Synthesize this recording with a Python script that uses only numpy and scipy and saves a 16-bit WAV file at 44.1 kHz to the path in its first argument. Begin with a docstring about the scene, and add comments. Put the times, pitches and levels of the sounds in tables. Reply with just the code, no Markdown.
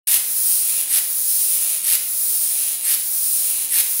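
"""Climbing arc in a small room

A high-voltage arc climbs two diverging wires about once a second, near a single microphone.
It sizzles with tiny sparks that grow larger and sparser as the gap widens; near the top it
whistles, flares into a loud rasp, breaks and strikes again at the bottom.
Behind it are the echoes of the walls, low room noise and a faint hum."""
import sys
import numpy as np
from scipy import signal
from scipy.fft import rfft, irfft, next_fast_len
from scipy.io import wavfile
from scipy.ndimage import map_coordinates

SR = 44100
rng = np.random.default_rng(int(sys.argv[2]) if len(sys.argv) > 2 else 0)


def store_pcm(level_fs):
    """Save levels as 16-bit WAV."""
    pcm = np.round(np.clip(level_fs, -1, 1) * 32767).astype(np.int16)
    wavfile.write(sys.argv[1], SR, np.atleast_2d(pcm).T)


N = 176400

# Room noise. Each row: frequency in Hz, relative level in dB.
AIR_SPECTRUM = [(15, -26), (30, -15), (48, -1), (65, -8), (100, -4), (180, -3), (280, 3), (420, 1),
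                (590, 4), (690, -1), (790, 3), (950, -5), (1300, -2), (3000, -9), (15000, -25)]
# Hum and whine. Each row: frequency in Hz, level in dB.
HUM_TONES = [(161.5, -72), (199.2, -71), (274.5, -69.5), (580, -68.5), (790, -70), (3971, -56)]
# The room's tail. Each row: frequency in Hz, seconds to fall 60 dB.
ROOM_DECAY = [(200, .6), (2000, .75), (6000, .55), (14000, .25)]
# The climbs. Each row: strike, whistle start and break in seconds, then level offsets in dB
# for the sizzle, the flare and the difference tone.
CLIMBS = [(-.7, .01, .17, 0, 0, 0), (.172, .872, .986, .3, .3, 1), (.987, 1.82, 1.953, 0, .7, -2),
          (1.957, 2.815, 2.945, -1, -.5, 0), (2.946, 3.686, 3.81, -.6, 0, 4), (3.815, 4.5, 4.65, 1.3, 0, 0)]
# Sizzle along the wires. Each row: height from 0 to 1, relative level in dB, sparks per second.
SIZZLE_BY_HEIGHT = [(0, -24, 10000), (.13, -22.7, 10000), (.33, -18, 6000), (.5, -16.8, 3500),
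                    (.75, -19, 1300), (.91, -20.8, 600), (.965, -26, 300), (1, -34, 200)]
# Last single sparks of the climbs. Each row: time in seconds, level offset in dB.
SNAPS = [(.8365, 0), (.8595, -1), (.871, -2), (1.780, 1), (1.809, -1), (1.8184, 0), (2.811, 1), (3.659, -1),
         (3.679, -1)]
# Spark colour in a short, a half-grown and a long arc, and in the flare.
# Each row: frequency in Hz, relative level in dB.
SHORT_ARC_SPECTRUM = [(60, -50), (500, -32), (1500, -28), (3000, -25), (4200, -18), (5500, -13),
                      (8500, -10.5), (9500, 0), (10500, 0), (12000, -6), (14000, -1)]
MIDDLE_ARC_SPECTRUM = [(60, -50), (500, -31), (1500, -31), (2800, -22), (3800, -18.5), (5300, -11),
                       (6300, -13), (7800, -11), (9100, 1.5), (10400, -.5), (12200, -6), (14500, -.7)]
LONG_ARC_SPECTRUM = [(60, -50), (500, -29), (1600, -27), (2400, -17), (3500, -15.7), (5000, -15.7),
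                     (8700, -9), (9500, 0), (10500, 1.3), (11800, -7), (14500, -5)]
FLARE_SPECTRUM = [(60, -52), (600, -26), (1200, -26), (2100, -15.3), (5400, -11.5), (7000, -13.5),
                  (8400, -7.5), (9300, -6), (10400, 2), (11500, -4.5), (13500, -3), (15500, -9)]

AIR_DB, TAIL_DB, WALLS_DB, WALLS_S = -54.5, -4.8, -9.5, .012
WHISTLE_HZ, SPREAD_HZ, CLOSE_HZ_PER_S, WAVER_HZ = 10400, 2260, 6500, 170
CENTRE_DB, LOWER_DB, UPPER_DB, DIFFERENCE_DB = -25.5, -28, -27, -42
WHISTLE_RISE_S, WHISTLE_HOLD_S, WHISTLE_FALL_S = .05, .07, .022
FLARE_DB, FLARE_GROW_DB, FLARE_DELAY_S, FLARE_RISE_S = -13.4, 2.8, .04, .023
FLARE_SPARKS_PER_S, SPUTTER_DB, SPUTTERS_PER_S, BREAK_S = 11000, 2.1, 450, .008
SNAP_DB, HISS_DB, SPARK_SCATTER_DB, FLICKER_DB = -3, -31, 1.9, .8
START_S, TOP_HZ = .072, 15760


def amp(db):
    """Decibels to gain."""
    return 10 ** (np.asarray(db) / 20)


def unit_rms(x):
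    """x scaled to rms 1."""
    return x / np.sqrt(np.mean(x ** 2) + 1e-20)


def curve_at(points, hz):
    """(Hz, value) points read on a log frequency axis."""
    freqs, values = np.transpose(points)
    return np.interp(np.log(hz + 1), np.log(freqs + 1), values)


def wobble(rate, hop=16):
    """A smooth random curve, rate knots a second."""
    steps = np.arange(0, N + hop, hop)
    knots = rng.standard_normal(N // 64)
    return np.interp(np.arange(N), steps, map_coordinates(knots, [steps * rate / SR], mode="wrap"))


def coloured(x, spectrum, size=2048):
    """x through a minimum-phase filter of energy 1 below TOP_HZ."""
    hz = np.fft.rfftfreq(size, 1 / SR)
    gain = amp(curve_at(spectrum, hz))
    gain /= np.sqrt(np.mean(gain ** 2 * (hz < TOP_HZ)))
    cepstrum = irfft(np.log(gain))
    cepstrum[1:size // 2] *= 2
    cepstrum[size // 2 + 1:] = 0
    return signal.fftconvolve(x, irfft(np.exp(rfft(cepstrum))))[:N]


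def background(t):
    """Room tone behind the arc: low noise with a faint unsteady hum and whine."""
    hum = 0
    for hz, db in HUM_TONES:
        tone = np.sin(2 * np.pi * hz * t + .8 * wobble(5))
        hum += amp(db) * unit_rms(tone * amp(3 * wobble(3)))
    return hum + amp(AIR_DB) * coloured(rng.standard_normal(N), AIR_SPECTRUM)


def echoes(x, count=8):
    """A few reflections off the near walls and a tail that dies sooner in the treble."""
    hz, t, noise = signal.stft(rng.standard_normal(SR // 2), SR, nperseg=256)
    decay = amp(-60 * t / curve_at(ROOM_DECAY, hz)[:, None])
    tail = signal.istft(noise * decay, SR, nperseg=256)[1]
    tail *= np.minimum(np.arange(len(tail)) / (WALLS_S * SR), 1)
    response = amp(TAIL_DB) * tail / np.linalg.norm(tail)
    delays = (WALLS_S * SR * rng.uniform(.15, 1, count)).astype(int)
    response[delays] += amp(WALLS_DB) * rng.choice([-1, 1], count) / np.sqrt(count)
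    return signal.fftconvolve(x, response)[:N]


def room(direct, height):
    """The echoes reaching the microphone change as the arc moves up the wires."""
    shares = [np.interp(height, [.2, .6, 1], corner) for corner in np.eye(3)]
    reflected = sum(echoes(direct * np.sqrt(share)) for share in shares)
    return (direct + reflected) / np.sqrt(1 + amp(TAIL_DB) ** 2 + amp(WALLS_DB) ** 2)


def latest_climb(t, column):
    """Per sample, the last climb whose time in that column has passed, or else the first climb."""
    rows = np.array(CLIMBS)
    index = np.searchsorted(rows[:, column], t, "right") - 1
    return rows[np.maximum(index, 0)].T


def until(t, end):
    """1 up to the end, then a quick fade."""
    return np.exp(-np.clip((t - end) / BREAK_S, 0, 20))


def climb(t):
    """The arc rises steadily until it whistles: its height (0-1) and the gain of its sizzle."""
    strike_s, whistle_s, _, sizzle_db, _, _ = latest_climb(t, column=0)
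    height = np.minimum((t - strike_s) / (whistle_s - strike_s), 1)
    return height, amp(sizzle_db) * until(t, whistle_s)


def sparks(rate):
    """Irregular impulses, rate a second, of mean power 1: the sparser, the larger."""
    turns = np.cumsum(np.clip(rate / SR, 0, 1))
    due = np.arange(N) + rng.random(N)  # each fires at a random moment of its turn
    sizes = unit_rms(amp(SPARK_SCATTER_DB * rng.standard_normal(N))) * rng.choice([-1, 1], N)
    onsets = np.searchsorted(turns, due[due < turns[-1]])
    return np.bincount(onsets, sizes[:len(onsets)], N) * np.sqrt(SR / rate)


def whistle(t):
    """Near the top the arc oscillates: a tone, two side tones closing in, and their difference tone."""
    _, whistle_s, _, _, _, offset_db = latest_climb(t, column=1)
    age = np.maximum(t - whistle_s, 0)
    rise = np.sqrt(np.minimum(age / WHISTLE_RISE_S, 1))
    swell = rise * np.exp(-np.maximum(age - WHISTLE_HOLD_S, 0) / WHISTLE_FALL_S)
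    centre = 2 * np.pi * np.cumsum(WHISTLE_HZ + 20 * wobble(150)) / SR
    beat = 2 * np.pi * np.cumsum(SPREAD_HZ - CLOSE_HZ_PER_S * age + WAVER_HZ * wobble(400)) / SR
    tones = [(centre, amp(CENTRE_DB)), (centre - beat, amp(LOWER_DB)), (centre + beat, amp(UPPER_DB)),
             (beat, amp(DIFFERENCE_DB + offset_db) * swell ** 2)]
    return swell * sum(gain * unit_rms(np.sin(phase) * amp(2.5 * wobble(200))) for phase, gain in tones)


def flare(t):
    """The overstretched arc sputters ever louder until it breaks."""
    _, whistle_s, break_s, _, offset_db, _ = latest_climb(t, column=1)
    stretch = np.clip((t - break_s) / (break_s - whistle_s), -1, 0)
    rise = .5 + .5 * np.tanh((t - whistle_s - FLARE_DELAY_S) / (2 * FLARE_RISE_S))
    swell = amp(FLARE_DB + offset_db + FLARE_GROW_DB * stretch) * rise * until(t, break_s)
    train = sparks(np.full(N, FLARE_SPARKS_PER_S))
    sputter = unit_rms(amp(SPUTTER_DB * wobble(SPUTTERS_PER_S)))
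    return coloured(swell * train * sputter, FLARE_SPECTRUM)


def sizzle(height, gain):
    """The gap widens with height, which sets the level, rate and colour of the sparks."""
    heights, levels, rates = np.transpose(SIZZLE_BY_HEIGHT)
    train = sparks(np.interp(height, heights, rates))
    train *= gain * amp(np.interp(height, heights, levels) + FLICKER_DB * wobble(35))
    train += amp(HISS_DB) * rng.standard_normal(N)  # smooth hiss of the burning channel
    for time_s, db in SNAPS:
        train[round(time_s * SR)] += amp(SNAP_DB + db)
    spectra = SHORT_ARC_SPECTRUM, MIDDLE_ARC_SPECTRUM, LONG_ARC_SPECTRUM
    shares = [np.interp(height, [.24, .54, .82], corner) for corner in np.eye(3)]  # crossfades
    return sum(coloured(train * share, spectrum) for share, spectrum in zip(shares, spectra))


def scene():
    """The arc and its room at one microphone, the same in both channels."""
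    t = np.arange(N) / SR
    height, gain = climb(t)
    arc = sizzle(height, gain) + flare(t) + whistle(t)
    mono = room(arc, height) + background(t)
    return np.array([mono, mono])


def record(dry):
    """The sound opens abruptly after a moment of silence; the treble is cut off at TOP_HZ."""
    size = next_fast_len(N + SR // 2)
    opened = dry * (np.arange(N) >= START_S * SR)
    lowpass = np.clip((TOP_HZ + 100 - np.fft.rfftfreq(size, 1 / SR)) / 200, 0, 1)
    return irfft(rfft(opened, size) * lowpass, size)[:, :N]


dry = scene()
out = record(dry)
store_pcm(out)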